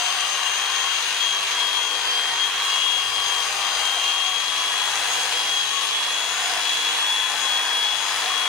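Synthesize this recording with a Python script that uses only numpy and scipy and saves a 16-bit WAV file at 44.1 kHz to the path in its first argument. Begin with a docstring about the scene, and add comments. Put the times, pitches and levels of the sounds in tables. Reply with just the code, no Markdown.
"""An electric shearing handpiece runs without pause in a wooden shed while a sheep is shorn.
Its motor fan whines and rushes; the geared-down cutter rattles the casing and rasps through the wool.
Each of six blows through the fleece drags the motor down and brings a hollow drone; held clear, the comb sings.
Tones are sines locked to one shaft; rattle, air and rasp are coloured noise under a force envelope.
The tones swell and fade as the hand moves through the shed's echoes, and at times the cutter clicks on the comb."""
import sys
import numpy as np
from scipy import signal
from scipy.fft import rfft, irfft, next_fast_len
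from scipy.io import wavfile

SR = 44100
rng = np.random.default_rng(int(sys.argv[2]) if len(sys.argv) > 2 else 0)


def file_out(sig):
    """Save sig as 16-bit WAV at sys.argv[1]."""
    # one column per channel
    cols = np.atleast_2d(sig).T
    # limit, then scale
    lim = np.clip(cols, -1, 1)
    pcm = np.round(lim * 32767).astype(np.int16)
    wavfile.write(sys.argv[1], SR, pcm)


N = 373956
TIME = np.arange(N) / SR
FFT_SIZE = next_fast_len(N, real=True)
HZ = np.maximum(np.arange(FFT_SIZE // 2 + 1) * SR / FFT_SIZE, 1)
FAN_BLADES, ARMATURE_SLOTS = 8, 12
GEAR_RATIO = 41 / 5  # motor turns per cutter cycle

# Blows through the fleece. Each row: start in seconds, end in seconds, drag on the motor in Hz,
# rise of the housing's boom in dB, hollow drone in dB.
BLOWS = [(1.732, 2.264, 14.8, -2, -48), (2.941, 3.97, 22.4, 8, -56), (4.832, 5.539, 18.6, 9, -50),
         (6.001, 7.008, 11.3, 11, -55.5), (7.119, 7.774, 20.2, 4, -53), (7.922, 8.58, 23.7, 5, -57)]
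# Colour of the fan's air, also used for the clicks. Each row: frequency in Hz, relative level in dB per Hz.
AIR_COLOUR = [(300, -60), (1200, -11), (2100, -6), (2500, 0), (2850, 0.5), (3200, 1), (3600, -1),
              (4050, -1), (4500, -7), (5200, -11.5), (6300, -8.5), (8000, -18.5), (15000, -33.5)]


def from_db(db):
    """Decibels to gain."""
    return 10 ** (np.asarray(db) / 20)


def rms_one(x):
    """Scale to unit rms."""
    return x / np.sqrt(np.mean(x ** 2) + 1e-20)


def in_time(rows):
    """A curve of (seconds, value) rows, read at every sample."""
    s, value = np.transpose(rows)
    return np.interp(TIME, s, value)


def at_hz(points, hz):
    """Read a table on a log-frequency axis."""
    f, value = np.transpose(points)
    return np.interp(np.log(hz), np.log(f), value)


def resonance_db(centre_hz, width_hz):
    """A resonance with steep skirts, in dB at every frequency."""
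    return -20 * np.log10(1 + (2 * (HZ - centre_hz) / width_hz) ** 2)


def drift(rate):
    """Smooth random wander of rms 1, noise low-passed by two equal poles at rate in Hz."""
    step, warm_up = 100, 1000  # samples per slow step; slow steps thrown away
    pole = np.exp(-2 * np.pi * rate * step / SR)
    noise = rng.standard_normal(N // step + 2 + warm_up)
    slow = signal.lfilter([1], [1, -2 * pole, pole * pole], noise)[warm_up:]
    return np.interp(np.arange(N) / step, np.arange(len(slow)), rms_one(slow))


def sides(hz):
    """Left and right gain of the handpiece at these frequencies."""
    # The vents face left. Each row: frequency in Hz, left minus right in dB.
    balance = [(700, 0.5), (1140, 2.5), (1600, 1), (2500, 3.5), (3200, 5.5), (4000, 9.5), (5200, 8),
               (6300, 12.5), (8300, 7), (9900, 12), (11500, 1.5), (13000, -1.5)]
    return from_db(at_hz(balance, hz) * np.array([[.5], [-.5]]))


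def cycle_pattern(cycles):
    """Noise that comes back alike in every cutter cycle, its pattern shifting with the grip."""
    grip = 1.2 * drift(1.2)
    one, other = [np.interp(cycles % 1, np.linspace(0, 1, 880), pattern)
                  for pattern in rng.standard_normal((2, 880))]
    return np.cos(grip) * one + np.sin(grip) * other


def radiate(force, spectrum_db, cycles=0, repeat=0):
    """Noise under a force envelope, coloured and spread in stereo; rms 1. The share repeat turns hiss into buzz."""
    # Likeness of the channels. Each row: frequency in Hz, left-right correlation before the balance.
    likeness = [(100, 1), (300, 0.95), (700, 0.82), (1400, 0.85), (2200, 0.42), (3200, 0.064), (5000, 0.38),
                (8000, 0.026), (15000, 0.068)]
    grain, spread = rng.standard_normal((2, N))
    if repeat > 0:
        patterns = [rms_one(cycle_pattern(cycles)), rms_one(cycle_pattern(cycles))]
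        grain = np.sqrt(1 - repeat) * grain + np.sqrt(repeat) * patterns[0]
        spread = np.sqrt(1 - repeat) * spread + np.sqrt(repeat) * patterns[1]
    mid, side = rfft(force * np.array([grain, spread]), FFT_SIZE)
    alike = at_hz(likeness, HZ)
    pair = np.sqrt(1 + alike) * mid + np.sqrt(1 - alike) * side * [[1], [-1]]
    coloured = pair * sides(HZ) * from_db(spectrum_db)
    return rms_one(irfft(coloured, FFT_SIZE)[:, :N])


def tone(turns, scatter, rate):
    """A stereo sine plus its wall echoes, whose sum shifts as the hand moves; rms 1."""
    angle = 2 * np.pi * turns
    sine, cosine = np.sin(angle), np.cos(angle)
    return np.array([rms_one((1 + scatter * drift(rate)) * sine + scatter * drift(rate) * cosine)
                     for ear in range(2)])


def strokes(cycles, depth, decay, back_db, uneven_db):
    """The cutter knocks at both ends of its swing, out and back unequally, no two knocks alike."""
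    back_at = 0.46  # share of the cutter cycle at which the return knock falls
    back = cycles % 1 >= back_at
    index = 2 * cycles.astype(int) + back
    since = cycles % 1 - back_at * back
    strength = from_db(back_db * back + uneven_db * rng.uniform(-1, 1, 1000)[index])
    return rms_one(1 + depth * strength * np.exp(-2 * since / decay))  # decay in cutter cycles


def arch(start_s, end_s, shape, lead_s):
    """The hand pushes in and eases off again: 0 to 1 to 0."""
    progress = np.clip((TIME + lead_s - start_s) / (end_s - start_s), 0, 1)
    return np.abs(np.sin(np.pi * progress)) ** shape


def swells(rows, shape, lead_s):
    """Each event's values rise and fall in an arch over its length: one curve per column."""
    return sum(np.outer(values, arch(start, end, shape, lead_s)) for start, end, *values in rows)


def part_level(part_db, rise_db, wander_db):
    """Gain of one part: it follows the given rise, changes while held clear, and wanders with the grip."""
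    clear_until_s, settle_s = 1.22, 0.25  # held in the air, then laid on the fleece
    idle_db, clear_db = part_db
    clear = np.clip((clear_until_s - TIME) / settle_s + .5, 0, 1)
    return from_db(idle_db + rise_db + clear_db * clear + wander_db * drift(0.99))


def motor_speed():
    """Turns per second: the warming motor creeps up, each blow drags it down, and its inertia smooths both."""
    start_hz, free_hz, warming_hz_per_s = 392.9, 405.56, 3.79
    inertia_s, grab_s = 0.65, 0.12
    aim_hz = free_hz + warming_hz_per_s * TIME
    for start, end, drag_hz, *levels in BLOWS:
        aim_hz = aim_hz - drag_hz * np.clip(np.minimum(TIME - start, end - TIME) / grab_s + .5, 0, 1)
    keep = np.exp(-1 / (inertia_s * SR))
    return start_hz + signal.lfilter([1 - keep], [1, -keep], aim_hz - start_hz)


def percent_faster(speed_hz):
    """Motor speed above its mean, in percent."""
    return 100 * (speed_hz / speed_hz.mean() - 1)


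def fan_whine(turns, level_db=-0.25, left_fade_db=1.27, right_fade_db=0.7):
    """Blades pass the vents: one piercing tone that the shed's standing waves swell and spread, with a fast flutter."""
    # Blade tone on the left, where the vents point. Each row: time in seconds, level before trim in dB.
    whine_left = [(0.0, -33), (0.07, -26), (0.18, -31.0), (0.21, -26), (0.29, -32), (0.48, -23),
                  (0.54, -31), (0.73, -22.5), (0.94, -24.5), (1.02, -35), (1.09, -43.5), (1.13, -34),
                  (1.19, -31), (1.215, -18.5), (1.37, -22.5), (1.41, -33), (1.5, -39), (1.52, -39.0),
                  (1.58, -22), (1.79, -20.5), (2.05, -27.5), (2.18, -23), (2.28, -23), (2.35, -32),
                  (2.41, -20), (2.45, -18.5), (2.54, -36), (2.68, -24.5), (2.86, -19.5), (3.08, -22),
                  (3.12, -26), (3.27, -23.5), (3.39, -23.5), (3.48, -39), (3.5, -45), (3.65, -23.5),
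                  (3.76, -26), (3.99, -21.5), (4.04, -24.5), (4.26, -22.5), (4.59, -24), (4.68, -25.5),
                  (4.83, -22.5), (5.04, -35), (5.16, -32), (5.24, -26), (5.285, -45), (5.33, -28),
                  (5.41, -25), (5.45, -34), (5.52, -19.5), (5.69, -29), (5.78, -23), (5.99, -34),
                  (6.1, -35), (6.14, -27), (6.24, -25.5), (6.43, -44), (6.46, -31), (6.53, -45.5),
                  (6.58, -32), (6.68, -24), (6.72, -24.5), (6.76, -37), (6.83, -25.5), (6.88, -21.5),
                  (6.96, -39), (7.03, -24), (7.12, -21), (7.26, -24.5), (7.32, -29.5), (7.57, -21),
                  (7.65, -27), (7.77, -19.5), (7.9, -21.5), (8.2, -36.5), (8.27, -27), (8.47, -21)]
    # On the right, where it arrives mostly off the walls. Each row: time in seconds, level before trim in dB.
    whine_right = [(0.0, -32.5), (0.39, -41), (0.46, -43), (0.65, -30), (0.73, -49), (0.82, -44),
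                   (1.01, -39), (1.07, -46), (1.16, -30), (1.58, -29.5), (1.66, -36), (1.8, -32),
                   (1.97, -41), (2.11, -25), (2.3, -30), (2.42, -27), (2.48, -38), (2.54, -25.5),
                   (2.75, -26.5), (2.91, -39), (3.16, -34), (3.49, -35), (3.58, -45), (4.07, -24.5),
                   (4.21, -33), (4.44, -34), (4.52, -35.5), (4.63, -29), (4.87, -32), (4.93, -43),
                   (4.99, -32), (5.24, -26), (5.285, -38), (5.33, -29), (5.62, -26), (5.81, -46),
                   (5.95, -21.5), (6.15, -27.5), (6.31, -36), (6.46, -27.5), (6.65, -30), (6.73, -23),
                   (6.83, -27), (7.14, -23.5), (7.26, -35), (7.32, -48.0), (7.37, -43), (7.56, -23),
                   (7.68, -31.5), (7.76, -23.5), (7.92, -30), (8.03, -49), (8.19, -30), (8.47, -32)]
    # Phase between the ears, as wall echoes take over from the direct sound.
    # Each row: time in seconds, left ahead of right in radians.
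    whine_apart = [(0.0, -0.5), (0.09, 4.5), (0.3, -0.7), (0.52, 1), (0.9, 1.5), (1.22, 1.2), (1.37, -2),
                   (1.45, -2.5), (1.62, 0.2), (1.76, 2.5), (1.92, -0.5), (2.07, -3), (2.22, -1), (2.33, -2),
                   (2.43, 0.6), (3.0, -1.2), (3.42, -1), (3.53, 1.5), (3.78, 0.8), (4.7, -1.7), (5.23, -1),
                   (5.28, -2.5), (5.36, -1), (5.45, -1.5), (5.54, -0.5), (5.76, -3.5), (6.1, -0.7),
                   (6.45, 1.6), (6.85, -0.5), (6.96, 4), (7.15, -0.3), (7.55, 1.17), (8.47, -0.1)]
    apart = in_time(whine_apart) * np.array([[.5], [-.5]])
    flutter_db = .5 * np.array([drift(27), drift(25)])
    left_db = in_time(whine_left) + left_fade_db * drift(9.6)
    right_db = in_time(whine_right) + right_fade_db * drift(10.0)
    gain = from_db(level_db + np.array([left_db, right_db]) + flutter_db)
    return gain * np.sqrt(2) * np.sin(2 * np.pi * FAN_BLADES * turns + apart)


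def upper_whines(turns, mean_hz, slot_db=-4.5, octave_db=-3.0, mains_hz=120, mains_depth=0.3):
    """The armature's slot tone, pulsing with the mains, and the octave of the blade tone."""
    # Slot tone. Each row: time in seconds, level before trim and stereo balance in dB.
    slot_level = [(0.0, -34), (0.13, -38), (0.25, -36), (0.39, -40), (0.47, -49), (1.15, -37),
                  (1.49, -44.0), (1.74, -36), (1.8, -46), (2.14, -30.5), (2.22, -40), (2.31, -35),
                  (2.54, -51), (2.7, -36), (2.98, -46), (3.07, -35), (3.28, -35), (3.33, -42), (3.41, -34),
                  (3.65, -35), (3.8, -28.5), (3.96, -47), (4.04, -45), (4.34, -46), (4.4, -39), (4.94, -44),
                  (5.12, -41), (5.42, -34), (5.51, -46.0), (5.61, -35), (5.67, -47.0), (6.09, -43.5),
                  (6.28, -49.0), (6.34, -40.5), (6.5, -33.5), (6.78, -50), (7.15, -54), (7.43, -36),
                  (7.54, -49), (7.67, -39), (7.94, -44), (8.12, -33), (8.47, -52)]
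    # Octave of the blade tone. Each row: time in seconds, level before trim and stereo balance in dB.
    octave_level = [(0.0, -32), (0.13, -36.5), (0.45, -34.5), (1.28, -35.5), (1.58, -41), (1.96, -40),
                    (2.11, -41), (2.2, -48.5), (2.39, -34.5), (2.56, -49), (2.7, -37.5), (3.06, -41),
                    (3.31, -34.5), (4.28, -39), (4.8, -41), (5.16, -33.5), (5.37, -47), (5.54, -37),
                    (5.65, -43), (5.77, -37), (5.97, -51), (6.18, -37.5), (6.45, -32), (6.56, -43),
                    (6.84, -41), (7.25, -42), (7.42, -34.5), (7.9, -50), (8.02, -34.5), (8.47, -49)]
    pulsing = 1 + mains_depth * np.sin(2 * np.pi * mains_hz * TIME)
    slot = from_db(in_time(slot_level) + slot_db) * pulsing
    slot = slot * tone(ARMATURE_SLOTS * turns, scatter=0.26, rate=9.5)
    octave = from_db(in_time(octave_level) + octave_db) * tone(2 * FAN_BLADES * turns, scatter=0.42, rate=10)
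    return sides(ARMATURE_SLOTS * mean_hz) * slot + sides(2 * FAN_BLADES * mean_hz) * octave


def motor(turns, speed_hz, fades_per_s_at_1khz=1.1, scatter_at_1khz=0.82):
    """The weaker multiples of the shaft speed; short waves fade faster and deeper."""
    # Each row: multiple of the motor speed, level at mean speed before stereo balance in dB,
    # growth in dB per percent of motor speed.
    motor_tones = [(1, -55.5, 0.5), (4, -47, 0.5), (6, -49.5, 2), (13, -55, 1), (14, -57, -1.5),
                   (15, -52.5, -1), (18, -55, -1), (20, -57.5, -2), (22, -64, -4), (23, -61, -2.5),
                   (24, -51, 0.5), (32, -62, -1)]
    out, faster, mean_hz = 0, percent_faster(speed_hz), speed_hz.mean()
    for multiple, level_db, growth_db in motor_tones:
        khz = multiple * mean_hz / 1000
        echoing = tone(multiple * turns, scatter_at_1khz * np.cbrt(khz), fades_per_s_at_1khz * khz)
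        out += from_db(level_db + growth_db * faster) * sides(multiple * mean_hz) * echoing
    return out


def motor_hum(turns, mean_hz):
    """A thin hum at twice the shaft speed, with slow swells."""
    # Each row: time in seconds, level before stereo balance in dB.
    hum_level = [(0, -52), (1.2, -53), (2.3, -46), (2.8, -51), (3.3, -45), (3.78, -39.5), (4.3, -50),
                 (4.8, -42), (5.7, -47), (6.8, -46.5), (8.15, -43), (8.48, -53)]
    return from_db(in_time(hum_level)) * sides(2 * mean_hz) * tone(2 * turns, scatter=0.15, rate=1.5)


def cutter_hum(cycles, speed_hz):
    """Low multiples of the stroke rate, which grow or fade as the speed changes."""
    # Each row: multiple of the stroke rate, overall level in dB, growth in dB per percent of motor speed.
    cutter_tones = [(5, -69.5, 1.5), (6, -63, 2), (8, -63, -0.5), (9, -61.5, 3.5), (10, -58, -1),
                    (12, -67, -4), (18, -50, 3), (19, -54.5, 0.5), (20, -48.5, 0.5)]
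    out, faster = 0, percent_faster(speed_hz)
    for multiple, level_db, growth_db in cutter_tones:
        swell = from_db(growth_db * faster + 3.5 * drift(3))
        sine = np.sin(2 * np.pi * (multiple * cycles + rng.random()))
        out += from_db(level_db) * rms_one(swell * sine)
    return out


def casing(cycles, clatter_db=0.33, rattle_db=1.5, split_hz=1300):
    """Cutter knocks shake the casing: a buzzing low clatter, a looser rattle above it and, under load, a boom."""
    # Broad colour of the rattle. Each row: frequency in Hz, relative level in dB per Hz.
    rattle_colour = [(100, -44), (300, -18.5), (550, -11.5), (700, -9.5), (1300, -6.5), (1900, -2),
                     (2400, -4), (3500, -10), (7000, -47)]
    # Casing resonances and one cancellation. Each row: centre in Hz, width in Hz, lift in dB.
    resonances = [(739, 107, 8), (851, 38, -3.5), (1008, 430, 12.5), (1610, 490, 4), (1877, 44, 3.5)]
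    # Low clatter, which sinks between blows. Each row: time in seconds, level before trim in dB.
    clatter_level = [(0.0, -32), (0.2, -35.5), (0.33, -35.5), (0.97, -35.5), (1.06, -38), (1.58, -36),
                     (1.79, -37), (2.38, -35.5), (2.43, -41), (2.69, -36), (2.88, -38.5), (3.8, -32),
                     (4.3, -38), (4.96, -34), (5.45, -35), (5.69, -41.5), (5.81, -37.5), (6.56, -33.5),
                     (6.66, -40), (7.06, -36), (7.25, -40), (7.3, -33.5), (8.0, -37), (8.25, -33),
                     (8.48, -35.5)]
    # Upper rattle. Each row: time in seconds, level before trim in dB.
    rattle_level = [(0, -34), (0.65, -31.8), (1.1, -33), (1.29, -36), (1.52, -32.4), (1.9, -36.8),
                    (2.07, -32), (2.62, -33.5), (2.93, -37.5), (3.2, -34.5), (3.85, -32.3), (4.02, -36.5),
                    (4.4, -36.3), (4.98, -31.5), (5.2, -34), (5.84, -38), (6.47, -30.5), (6.7, -33.5),
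                    (7.72, -31.5), (7.87, -35.5), (8.15, -30.5), (8.47, -32)]
    # Housing's boom: level idling on the fleece in dB, change while held clear in dB.
    housing_db = (-56, -12)
    casing_db = at_hz(rattle_colour, HZ)
    for hz, width, lift_db in resonances:
        casing_db = casing_db + lift_db / (1 + (2 * (HZ - hz) / width) ** 2)
    low_db = -10 * np.log10(1 + (HZ / split_hz) ** 8)
    high_db = -10 * np.log10(1 + (split_hz / HZ) ** 8)
    knocks = strokes(cycles, depth=0.7, decay=0.13, back_db=-8, uneven_db=5)
    clatter = from_db(in_time(clatter_level) + clatter_db)
    clatter = clatter * radiate(knocks, casing_db + low_db, cycles, repeat=0.12)
    rattle = from_db(in_time(rattle_level) + rattle_db)
    rattle = rattle * radiate(knocks, casing_db + high_db, cycles, repeat=0.07)
    drag_hz, boom_db, drone_db = swells(BLOWS, shape=1.0, lead_s=-0.2)  # the boom builds up late in each blow
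    boom = part_level(housing_db, boom_db, wander_db=2.5)
    boom = boom * radiate(knocks, resonance_db(centre_hz=742, width_hz=91), cycles, repeat=0.17)
    return clatter + rattle + boom


def fan_air(cycles, level_db=8.0):
    """Fan air rushes from the vents, pulsing with the shaft and chopped by the cutter."""
    # Fan's rush. Each row: time in seconds, level before trim in dB.
    rush = [(0, -34), (0.5, -35.5), (1.1, -33.5), (1.35, -35.5), (1.55, -35), (1.9, -36), (2.5, -35.5),
            (2.72, -34), (2.98, -37), (3.6, -35), (4.3, -36), (4.6, -35), (5.85, -34.5), (6.2, -36),
            (6.85, -34.5), (7.3, -36.5), (8.48, -35)]
    flutter = 1 + .13 * np.sin(2 * np.pi * GEAR_RATIO * cycles)
    chatter = flutter * strokes(cycles, depth=1.45, decay=0.19, back_db=-11, uneven_db=3)
    return from_db(in_time(rush) + level_db) * radiate(chatter, at_hz(AIR_COLOUR, HZ), cycles, repeat=0.066)


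def wool_rasp(cycles, level_db=4.5):
    """Fibres snap between the teeth: bright noise, roughened at random and pulsed by the strokes."""
    # Rasp of wool between the teeth. Each row: time in seconds, level before trim in dB.
    wool = [(0.0, -41), (1.1, -41), (2.57, -43.5), (2.64, -38), (2.86, -41.5), (3.42, -38), (3.71, -40),
            (3.8, -37.5), (4.23, -43), (5.15, -35), (5.64, -40.5), (6.04, -40.5), (6.54, -37.5),
            (7.16, -39.5), (7.41, -37.5), (7.91, -42), (8.17, -37), (8.48, -42)]
    # Colour of the rasp. Each row: frequency in Hz, relative level in dB per Hz.
    rasp_colour = [(300, -52), (2000, 0.5), (4000, -4), (5200, 2.5), (6300, 2.5), (7200, 3), (8400, 1),
                   (9900, 1.5), (10700, -3.5), (11500, -8), (15000, -11)]
    snaps = strokes(cycles, depth=0.65, decay=0.2, back_db=-7, uneven_db=3) * from_db(.5 * drift(120))
    return from_db(in_time(wool) + level_db) * radiate(snaps, at_hz(rasp_colour, HZ), cycles, repeat=0.025)


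def gear_head(cycles):
    """The cutter's knocks keep the gear head ringing: pulsed noise through one resonance."""
    # Each row: time in seconds, level in dB.
    head_level = [(0.0, -46), (0.12, -35), (1.2, -41.5), (1.39, -38), (2.53, -41), (2.69, -31.5),
                  (2.88, -41), (2.97, -38), (4.27, -35.5), (5.62, -44.5), (5.83, -33), (6.14, -45),
                  (6.63, -38.5), (6.73, -44), (7.06, -34), (7.13, -48), (8.48, -35.5)]
    knocks = strokes(cycles, depth=1.0, decay=0.36, back_db=-23, uneven_db=1.0)
    ring = radiate(knocks, resonance_db(centre_hz=1132, width_hz=130), cycles, repeat=0.065)
    return from_db(in_time(head_level)) * ring


def comb_plate(comb_hz=2815, width_hz=150, sway_hz=20):
    """The comb plate sings hoarsely, a narrow band of noise, most when no wool damps it."""
    # Comb free of the wool. Each row: start in seconds, end in seconds, rise of the song in dB, pitch shift in Hz.
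    lifts = [(0.22, 0.52, 0.5, 50), (0.52, 1.22, -2.5, 20), (2.48, 3.1, 7.5, 20), (3.98, 4.4, 3, -30),
             (6.66, 7.0, 3.5, -40)]
    # Comb plate: level idling on the fleece before stereo balance in dB, change while held clear in dB.
    comb_plate_db = (-38, 5.5)
    rise_db, shift_hz = swells(lifts, shape=0.48, lead_s=0.0059)
    angle = 2 * np.pi * np.cumsum(comb_hz + shift_hz + sway_hz * drift(0.96)) / SR
    song = np.array([drift(width_hz / 2) * np.sin(angle) + drift(width_hz / 2) * np.cos(angle)
                     for ear in range(2)])
    return part_level(comb_plate_db, rise_db, wander_db=2.0) * sides(comb_hz) * song


def pressing(cycles, idle_shake_db=-78, idle_drone_db=-53, rumble_db=-9):
    """Pressed on the animal, the handpiece makes its body thrum in short low tones and drones hollowly."""
    # The handpiece bears on the animal and shakes its body. Each row: start in seconds, end in seconds,
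    # thrum at the stroke rate in dB, its octave in dB.
    shakes = [(1.39, 2.204, -73, -80), (2.797, 3.418, -76, -60), (3.203, 3.68, -64, -76),
              (3.72, 3.916, -60, -62), (4.756, 5.199, -68, -63)]
    # Colours of the body's rumble and the hollow drone. Each row: frequency in Hz, relative level in dB per Hz.
    body_colour, drone_colour = [(15, -24), (50, 2), (105, 1), (300, -10), (1000, -60)], [(100, -38), (340, -9), (410, -16), (475, 5.5), (570, -8.5),
                                               (700, -6.5), (2000, -43)]
    shake, octave, drone = from_db(idle_shake_db), 0, from_db(idle_drone_db)
    for start, end, shake_db, octave_db in shakes:
        weight = arch(start, end, shape=0.65, lead_s=0)
        shake = shake + from_db(shake_db) * weight
        octave = octave + from_db(octave_db) * weight
    for start, end, *rises, drone_db in BLOWS:
        drone = drone + from_db(drone_db) * arch(start, end, shape=0.95, lead_s=-0.051)
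    thrum = np.sqrt(2) * (shake * np.sin(2 * np.pi * cycles) + octave * np.sin(4 * np.pi * cycles))
    rumble = from_db(rumble_db) * shake * radiate(1, at_hz(body_colour, HZ))
    return thrum + rumble + drone * radiate(1, at_hz(drone_colour, HZ))


def shed_rumble(level_db=-59.0):
    """The shed's steady low background, made of coloured noise."""
    # Each row: frequency in Hz, relative level in dB per Hz.
    shed_colour = [(15, -14), (30, -6), (60, 5), (200, 4), (350, -7), (1000, -18.5)]
    return from_db(level_db) * radiate(1, at_hz(shed_colour, HZ))


def top_hiss(level_db=-50, edge_hz=7000):
    """A thin, steady high-passed hiss, unrelated in the two channels."""
    high_pass = signal.butter(2, edge_hz, "high", fs=SR, output="sos")
    return from_db(level_db) * signal.sosfilt(high_pass, rng.standard_normal((2, N)))


def ticks(decay_s=0.023, level_db=-15):
    """Now and then the cutter catches the comb with a short bright click, a decaying burst of noise."""
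    # Each row: time in seconds, strength before trim in dB.
    clicks = [(1.4323, -12), (1.473, -13), (1.513, -8), (1.5933, -9), (3.6827, -12), (4.0408, -10),
              (4.1016, -11), (4.2627, -11), (4.5625, -10), (5.3228, -8), (5.8117, -11), (5.871, -12),
              (6.027, -9), (6.6931, -10), (6.7325, -16), (6.9669, -14)]
    force = np.zeros(N)
    for s, strength_db in clicks:
        force[round(s * SR)] = from_db(strength_db)
    force = signal.lfilter([1], [1, -np.exp(-1 / (decay_s * SR))], force)
    force_rms = np.sqrt(np.mean(force ** 2))
    return from_db(level_db) * force_rms * radiate(force, at_hz(AIR_COLOUR, HZ))


def early_echoes(x, sway_s=0.000304, ears_apart_s=0.00005):
    """Each bounce arrives sooner or later as the hand moves, so their fine ripple wanders through the timbre."""
    # Early bounces off the boards and hurdles. Each row: mean lag in seconds, share relative to the direct sound.
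    bounces = [(0.0017, 0.14), (0.0031, 0.15), (0.0048, 0.17), (0.0066, 0.17), (0.0085, 0.17),
               (0.0104, 0.15), (0.0156, 0.17)]
    out = x.copy()
    for lag_s, share in bounces:
        late = TIME - lag_s - sway_s * drift(0.599)
        apart = ears_apart_s * drift(0.52)
        out += share * np.array([np.interp(late + side * apart, TIME, ear, left=0)
                                 for side, ear in zip((1, -1), x)])
    return out / np.sqrt(1 + sum(share ** 2 for lag_s, share in bounces))


def scene():
    """One shaft drives the fan directly and the cutter through a gear; the shed and a hiss lie behind."""
    speed_hz = motor_speed() * (1 + 0.00028 * drift(12.3))
    mean_hz = speed_hz.mean()
    turns = np.cumsum(speed_hz) / SR
    cycles = turns / GEAR_RATIO
    tones = fan_whine(turns) + upper_whines(turns, mean_hz) + motor(turns, speed_hz)
    hums = motor_hum(turns, mean_hz) + cutter_hum(cycles, speed_hz)
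    cutting = casing(cycles) + fan_air(cycles) + wool_rasp(cycles)
    ringing = gear_head(cycles) + comb_plate()
    blades = early_echoes(cutting + ringing + ticks())
    return tones + hums + blades + pressing(cycles) + shed_rumble() + top_hiss()


def record(dry):
    """The top of the spectrum is cut steeply above 15750 Hz."""
    return signal.sosfilt(signal.ellip(12, .1, 80, 15750, fs=SR, output="sos"), dry)


dry = scene()
out = record(dry)
file_out(out)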